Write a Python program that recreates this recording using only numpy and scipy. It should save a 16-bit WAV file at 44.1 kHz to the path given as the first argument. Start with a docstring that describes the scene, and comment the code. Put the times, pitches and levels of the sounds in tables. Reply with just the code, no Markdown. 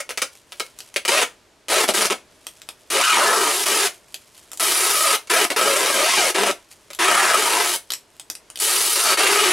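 """Short tugs crack packing tape off a hand dispenser; film rustles under a hand and creases tick.
Then the tape is pulled out and wound round a film-wrapped machine on a workshop bench.
It leaves the roll in quick stick-slip jerks: they rasp and squeal in the taut strip and boom in the
wrap, while threads of glue fizz. A small cluttered room answers over its own soft steady noise."""
import sys
import numpy as np
from scipy import signal
from scipy.fft import rfft, irfft, next_fast_len
from scipy.io import wavfile
from scipy.ndimage import uniform_filter1d

SR = 44100
rng = np.random.default_rng(int(sys.argv[2]) if len(sys.argv) > 2 else 0)


def output_pcm(signal):
    """Save a mono or channel-first signal as 16-bit PCM at the path in sys.argv[1].

    Samples are clipped to [-1, 1] before scaling.
    """
    pcm = np.clip(np.atleast_2d(signal).T, -1, 1) * 32767
    wavfile.write(sys.argv[1], SR, np.round(pcm).astype(np.int16))


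N = 419832
TIME_S = np.arange(N) / SR
FFT_SIZE = 2 * next_fast_len(N // 2 + SR, True)
FREQ_HZ = np.fft.rfftfreq(FFT_SIZE, 1 / SR)
LEFT_RIGHT = np.array([[1], [-1]])


def undb(db):
    """Decibels to gain."""
    return 10 ** (np.asarray(db) / 20)


def unit(x):
    """Scale to rms 1."""
    return x / np.sqrt(np.mean(x ** 2))


def even(x, span_s=.05):
    """Hold the short-term rms at 1, leaving the fast grain."""
    return x / np.sqrt(np.abs(uniform_filter1d(x ** 2, int(span_s * SR))) + 1e-12)


def walk(rate_hz):
    """Ramps between random levels, rms 1."""
    hold = max(int(SR / rate_hz), 1)
    steps = np.repeat(rng.standard_normal(N // hold + 1), hold)
    return unit(uniform_filter1d(steps, hold)[:N])


def gate(start_s, end_s, edge_s):
    """1 between two moments, with linear ramps."""
    return np.clip(np.minimum(TIME_S - start_s, end_s - TIME_S) / edge_s + .5, 0, 1)


def bump(peak_s, half_s):
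    """Gaussian swell, 1/e at half_s from its peak."""
    return np.exp(-((TIME_S - peak_s) / half_s) ** 2)


def cut(x, hz, kind, order=4):
    """Butterworth filter."""
    return signal.sosfilt(signal.butter(order, hz, kind, fs=SR, output="sos"), x)


def fade(x, decay_s):
    """Give every impulse an exponential tail."""
    return signal.lfilter([1], [1, -np.exp(-1 / (decay_s * SR))], x)


def colour(x, spectrum, resonances=()):
    """Minimum-phase filter from a spectrum plus resonances; white noise keeps its power."""
    hz, db = np.transpose(spectrum)
    curve_db = np.interp(np.log(FREQ_HZ + 1), np.log(hz), db)
    for centre_hz, width_hz, lift_db in resonances:
        curve_db += lift_db / (1 + (2 * (FREQ_HZ - centre_hz) / width_hz) ** 2)
    cepstrum = irfft(np.log(unit(undb(curve_db))))
    cepstrum[1:FFT_SIZE // 2] *= 2
    cepstrum[FFT_SIZE // 2:] = 0
    return irfft(np.exp(rfft(cepstrum)) * rfft(x, FFT_SIZE))[..., :N]


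# still room: f/Hz, level/dB
ROOM_SPECTRUM = [(12, -24), (20, -9), (81, -4.5), (182, -8), (422, -3), (558, -8.5), (607, -2), (738, -9),
                 (1000, -8), (1150, -10.5), (6720, -17.5), (11400, -24.5), (16000, -42)]


def room_tone(level_db=-55.5, sway_db=.8, side_db=-11):
    """Soft steady noise of the workshop, nearly the same left and right."""
    gain = undb(level_db + sway_db * walk(5))
    mid, side = colour(rng.standard_normal((2, N)), ROOM_SPECTRUM) * gain
    return mid + undb(side_db) * side * LEFT_RIGHT


# resonances of wrap, roll and dispenser: f/Hz, width/Hz, lift/dB
BODY_MODES = [(198, 19, 5.5), (382, 50, -2), (689, 50, 5.5), (960, 86, 3), (1326, 38, 1.5),
              (1710, 46, -3.5), (2185, 36, 4.5), (3150, 48, 0.5), (4530, 260, 1), (8100, 30, 2),
              (10220, 2300, 4.5)]
# tugged strip: f/Hz, level/dB
TUG_SPECTRUM = [(71, -63), (120, -28.5), (557, -2), (789, -15.5), (1400, -5.5), (1790, -7.5), (2290, -3),
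                (3740, -8), (4500, -8), (9020, -12.5), (16000, -27.5)]
# tugs freeing a few millimetres of tape: t/s, level/dB
TUG_EVENTS = [(0.0034, -8), (0.092, -10), (0.1061, -10), (0.1745, -3.5), (0.2181, -0.5), (0.521, -16.5),
              (0.598, -3), (0.9615, -2), (1.051, -2.5), (1.0794, -2.5), (1.6838, -8.5), (1.6913, -8.5),
              (5.2728, -24), (6.9037, -18)]


def tugs(slip_hz=240, snap_s=.0012, length_s=.0099, level_db=-6, low_db=1):
    """A tug is a handful of slow slips, each a brief crack of the strip."""
    force = np.zeros(N)
    slip = np.arange(8)
    for start_s, db in TUG_EVENTS:
        delay_s = (slip + .15 * rng.standard_normal(len(slip)) * (slip > 0)) / slip_hz
        at = (np.abs(start_s + delay_s) * SR).astype(int)
        force[at] += undb(db) * np.exp(-(delay_s / length_s) ** 2)
    bright, low = fade(force, snap_s) * rng.standard_normal((2, N))
    bright = cut(bright, 810, "highpass", order=2)
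    low = cut(low, [260, 1000], "bandpass", order=2)
    return undb(level_db) * colour(bright + undb(low_db) * low, TUG_SPECTRUM, BODY_MODES)


# creases, rustling or ticking: f/Hz, level/dB
CREASE_SPECTRUM = [(180, -29), (300, -9.5), (1780, -5), (3290, 1), (3640, -2.5), (4370, -1.5), (9880, -1),
                   (13300, -9), (16000, -25)]
# hand smoothing the film: start/s, end/s, level/dB
HAND_RUBS = [(0.312, 1.003, -51.5), (2.329, 2.899, -50.5), (3.899, 4.6, -51.5), (6.549, 7.001, -53.5),
             (7.802, 8.301, -54)]


def rustle(grain_db=4, swell_db=4, level_db=-3, edge_s=.092):
    """Faint crinkling of the film under the hand."""
    grains = unit(rng.standard_normal(N) * undb(grain_db * walk(640) + swell_db * walk(30)))
    rubbing = sum(gate(start_s, end_s, edge_s) * undb(db + level_db) for start_s, end_s, db in HAND_RUBS)
    return colour(grains, CREASE_SPECTRUM) * rubbing


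# snapping creases: t/s, level/dB, snap count
CREASE_SNAPS = [(0.7885, -17.5, 2), (0.9415, -20.5, 1), (2.468, -11.5, 1), (2.6178, -22.5, 1),
                (2.689, -13, 1), (4.1433, -10, 1), (4.5167, -16, 2), (4.574, -16.5, 1), (6.9327, -16.5, 2),
                (7.9042, -6, 3), (8.1975, -16.5, 1), (8.3008, -9, 1), (8.3525, -16.5, 1),
                (8.5014, -20.5, 1), (8.5577, -15, 3)]


def ticks(level_db=-3.5, snap_s=.001, gap_s=.016):
    """Creases of tape and film snap as they are pressed down, singly or in a short run."""
    force = np.zeros(N)
    for start_s, db, count in CREASE_SNAPS:
        times_s = start_s + gap_s * np.arange(round(count))
        force[(times_s * SR).astype(int)] += undb(db)
    snaps = fade(force, snap_s) * rng.standard_normal(N)
    return undb(level_db) * colour(snaps, CREASE_SPECTRUM)


# short pulls: start/s, end/s, base slip rate/Hz, rasp/dB, boom/dB, fizz/dB
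SHORT_STROKES = [(1.08, 1.238, 499.7, -20, -27, -21), (1.698, 1.844, 420.5, -22, -24, -20),
                 (1.879, 1.91, 259.8, -22, -17.5, -19.5), (1.938, 2.073, 215.4, -22, -26.5, -19.5),
                 (2.1, 2.132, 260, -20, -23, -23), (3.656, 3.876, 418.3, -22.5, -27, -19.5),
                 (5.297, 5.453, 400, -19.5, -26.5, -19.5), (5.501, 5.529, 420, -24.5, -22, -25),
                 (6.344, 6.515, 215, -20.5, -23, -23.5), (9.172, 9.54, 396.4, -18.5, -27.5, -19.5)]
# long pulls: start/s, end/s, base slip rate/Hz, boom/dB, fizz/dB, unevenness/0-1
LONG_STROKES = [(2.902, 3.643, 440.1, -26, -21, .7), (4.597, 5.16, 359.9, -30, -18.5, .4),
                (5.562, 6.31, 539.9, -24.5, -21, .16), (6.989, 7.763, 370.5, -28.5, -21, .55),
                (8.599, 9.145, 419.3, -30.5, -18, 0.42)]
# arm effort, one curve per long pull: t/s, rasp level/dB
EFFORT_CURVES = [
    [(2.915, -25.5), (2.929, -27), (2.935, -21.5), (3.111, -15.5), (3.481, -21.5), (3.559, -28),
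     (3.635, -29)],
    [(4.625, -23.5), (4.659, -24), (4.775, -25), (4.825, -23), (4.979, -24), (5.057, -21), (5.15, -19.5)],
    [(5.575, -19.5), (5.703, -20), (5.729, -23), (5.907, -21), (5.931, -22.5), (6.193, -17.5), (6.3, -24)],
    [(7.0, -17.5), (7.16, -16), (7.362, -18.5), (7.422, -22), (7.598, -20), (7.755, -29.5)],
    [(8.615, -31), (8.701, -25.5), (8.955, -30), (8.981, -21), (9.023, -27.5), (9.061, -19), (9.135, -17.5)],
]
# arm speeding up, slips quickening to a screech: peak/s, rise/s, fall/s, height/octaves
ARM_SURGES = [(1.172, .04, .045, .4), (1.745, .025, 0.068, 0.64), (3.045, 0.049, .18, 1.72),
              (5.1, .18, .15, .8), (5.365, .04, 0.049, .4), (6.11, .05, .1, 1.06), (7.18, .09, 0.17, 1.15),
              (9.06, .06, .12, 0.67)]


def pulls(spin_s=.03, spin_octaves=.35, breakaway_db=.5, breakaway_s=.0027, usual_effort_db=-21.5,
          surge_db_per_octave=4, short_unevenness=.17, boom_build_s=.0056, boom_limit_hz=815):
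    """The arm's speed and effort set slip rate, unevenness and the gains of rasp, boom and fizz."""
    surge_octaves = sum(octaves * bump(peak_s, np.where(TIME_S < peak_s, rise_s, fall_s))
                        for peak_s, rise_s, fall_s, octaves in ARM_SURGES)
    strokes = [(start_s, end_s, hz, boom_db, fizz_db, short_unevenness,
                rasp_db + surge_db_per_octave * surge_octaves)
               for start_s, end_s, hz, rasp_db, boom_db, fizz_db in SHORT_STROKES]
    strokes += [(*stroke, np.interp(TIME_S, *np.transpose(effort)))
                for stroke, effort in zip(LONG_STROKES, EFFORT_CURVES)]
    slip_hz, unevenness, gains = np.full(N, 300.), np.zeros(N), np.zeros((3, N))
    for start_s, end_s, base_hz, boom_db, fizz_db, uneven, effort_db in strokes:
        running = gate(start_s, end_s, edge_s=.0027)
        on = running > 0
        age_s, left_s = np.abs(TIME_S[on] - start_s), np.abs(end_s - TIME_S[on])
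        # the roll takes a moment to spin up and to stop
        sag_octaves = spin_octaves * (np.exp(-age_s / spin_s) + np.exp(-left_s / spin_s))
        slip_hz[on] = base_hz * 2 ** (surge_octaves[on] - sag_octaves)
        unevenness[on] = uneven
        extra_db = effort_db[on] - usual_effort_db
        crack_db = breakaway_db * np.exp(-age_s / breakaway_s)
        # the wrap starts late and cannot follow very fast slips
        wrap = (1 - np.exp(-age_s / boom_build_s)) / np.hypot(1, (slip_hz[on] / boom_limit_hz) ** 5)
        rasp = undb(effort_db[on] + crack_db)
        boom = wrap * undb(boom_db + .99 * extra_db)
        fizz = undb(fizz_db + .05 * extra_db + crack_db)
        gains[:, on] = running[on] * [rasp, boom, fizz]
    return slip_hz, unevenness, gains


def slips(hz, wander, jitter=.07, size_db=3.5):
    """One lane of the peel line: a click at each slip, uneven in spacing and size."""
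    step = hz * np.exp(wander * walk(45) + jitter * walk(600)) / SR
    phase = np.cumsum(step)
    at = np.flatnonzero(np.diff(np.floor(phase)))
    late_samples = np.clip(1 - phase[at + 1] % 1 / step[at], 0, 1)
    size = undb(size_db * walk(700))[at]
    clicks = np.zeros(N)
    clicks[at] += size * (1 - late_samples)
    clicks[at + 1] += size * late_samples
    return clicks


def stick_slip(hz, unevenness, lock_hz=965.8, edge_db=-4, flutter_db=-1.5):
    """Middle and edges of the tape slip separately; fast slips lock to one rate and sound cleaner."""
    loose = 1 / np.hypot(1, (hz / lock_hz) ** 4)
    middle = slips(hz, wander=.25 * unevenness * loose, jitter=.24 * unevenness * loose)
    edges = slips(hz, wander=.13 * loose) + slips(hz, wander=.22 * loose)
    return (middle + undb(edge_db) * edges) * undb(flutter_db * walk(150))


def glue_threads(jerks, snap_s=.00044, steady=.75, grain_db=2):
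    """Every slip snaps a spray of glue threads; a steady share parts in between."""
    spray = even(fade(jerks, snap_s)) + steady
    return even(spray * rng.standard_normal(N) * undb(grain_db * walk(1500)))


# roll swinging close by: t/s, half length/s, top lift/dB
ROLL_PASSES = [(5.05, 1, 3), (7.6, .25, 2.5), (8.849, 0.52, 1.5)]


def glue_fizz(glue, lightness, split_hz=9500, far_top_db=-1.5, sizzle=.4):
    """Treble of the parting glue; its top comes through on light pulls and when the roll is near."""
    top_db = far_top_db + sum(db * bump(peak_s, half_s) for peak_s, half_s, db in ROLL_PASSES)
    body = cut(glue, split_hz, "lowpass", order=3)
    top = undb(top_db) * lightness ** sizzle * cut(glue, split_hz, "highpass", order=3)
    return even(cut(body + top, 3500, "highpass"))


# taut strip and wrap: f/Hz, level/dB
TAPE_SPECTRUM = [(53, -70), (90, -29), (205, -15), (265, -9), (380, 5.5), (499, -2.5), (690, 0), (780, -7),
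                 (1210, -2.5), (1470, -2.5), (2590, -4.5), (3510, -9), (9930, -13.5), (13700, -22.5),
                 (16000, -31.5)]


def peeling(tear_db=-6):
    """Jerks and glue threads drive the rasp of the strip, the boom of the wrap and the fizz."""
    slip_hz, unevenness, (rasp_gain, boom_gain, fizz_gain) = pulls()
    jerks = stick_slip(slip_hz, unevenness)
    threads = glue_threads(jerks)
    drive = even(jerks) + undb(tear_db) * threads
    strip, glue = colour(np.array([drive, threads]), TAPE_SPECTRUM, BODY_MODES)
    rasp = even(cut(strip, [800, 3500], "bandpass"))
    rasp = even(rasp + squeals(threads))
    lows = cut(strip, 800, "lowpass", order=6)
    boom = even(cut(lows, 140, "highpass"))  # thin film radiates no deep bass
    fizz = glue_fizz(glue, lightness=(fizz_gain + 1e-6) / (rasp_gain + 1e-6))
    return rasp_gain * rasp + boom_gain * boom + fizz_gain * fizz


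# strip taut enough to squeal: t/s, half length/s, f/Hz, width/Hz, level/dB re rasp
STRIP_SQUEALS = [(1.184, 0.043, 2520, 250, -2.5), (3.291, 0.043, 1690, 120.1, 5),
                 (3.325, 0.13, 1190, 714, 11), (5.03, 0.18, 1261, 150.3, -1),
                 (5.341, 0.053, 1552, 449.3, -2.5), (5.655, 0.11, 1344, 160, -3),
                 (6.121, 0.11, 2646, 250, -4), (6.137, 0.11, 5150, 2812, -10.5),
                 (7.18, 0.064, 1768, 399.5, -1.5), (7.242, 0.18, 1330, 707, 4.5),
                 (7.54, 0.12, 981.6, 159.5, -2), (9.06, 0.12, 1335, 320, -1), (9.125, 0.087, 4615, 300, -7)]


def squeals(drive):
    """Peeling rings a resonance of the free strip, which swells and fades with its tension."""
    out = np.zeros(N)
    for peak_s, half_s, hz, width_hz, db in STRIP_SQUEALS:
        on = np.abs(TIME_S - peak_s) < 2 * half_s
        spread = 1 + width_hz / hz / 2
        ring = unit(cut(drive[on], [hz / spread, hz * spread], "bandpass", order=2))
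        out[on] += ring * undb(db) * bump(peak_s, half_s)[on]
    return out


def workshop(x, wet_db, left_db, early_t60_s=.1, late_t60_s=.24, late_db=-11, side_db=-11):
    """Direct sound, dense reflections from bench and shelves, then a short weak tail."""
    t = TIME_S[:SR // 2]
    decay = (undb(-60 * t / early_t60_s) + undb(late_db - 60 * t / late_t60_s)) * (t > .001)
    mid, side = rng.standard_normal((2, len(t))) * decay / np.sqrt(np.sum(decay ** 2)) * undb(wet_db)
    mid[0] += 1  # direct path
    response = (mid + undb(side_db) * side * LEFT_RIGHT) / np.sqrt(np.sum(mid ** 2))
    balance = undb(left_db * LEFT_RIGHT / 2)
    return signal.fftconvolve(x[None], response * balance, axes=1)[:, :N]


def moving_reflections(tape, patterns=5, base_rate_hz=18):
    """As the arm moves and the strip flaps, one pattern of reflections gives way to the next."""
    place = np.cumsum(base_rate_hz * undb(2 * walk(4))) / SR
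    shares = [np.maximum(1 - np.abs((place + k) % patterns - patterns / 2), 0) for k in range(patterns)]
    return sum(workshop(tape * share, wet_db=.5, left_db=.5) for share in shares)


def scene(boom_lean=.11, tape_db=-.13):
    """Tape and ticks sound slightly left, the boom more so; the ticks are drier."""
    tape = moving_reflections(peeling() + tugs())
    tape += boom_lean * cut(tape, 1000, "lowpass", order=1) * LEFT_RIGHT
    creases = workshop(ticks(), wet_db=-1.5, left_db=.8)
    return undb(tape_db) * tape + creases + rustle() + room_tone()


def record(dry):
    """Round the highest peaks and cut the top treble."""
    ceiling, top_hz = .68, 15900
    rounded = dry / (1 + (dry / ceiling) ** 4) ** .25
    return signal.sosfilt(signal.ellip(10, .2, 70, top_hz, fs=SR, output="sos"), rounded)


dry = scene()
out = record(dry)
output_pcm(out)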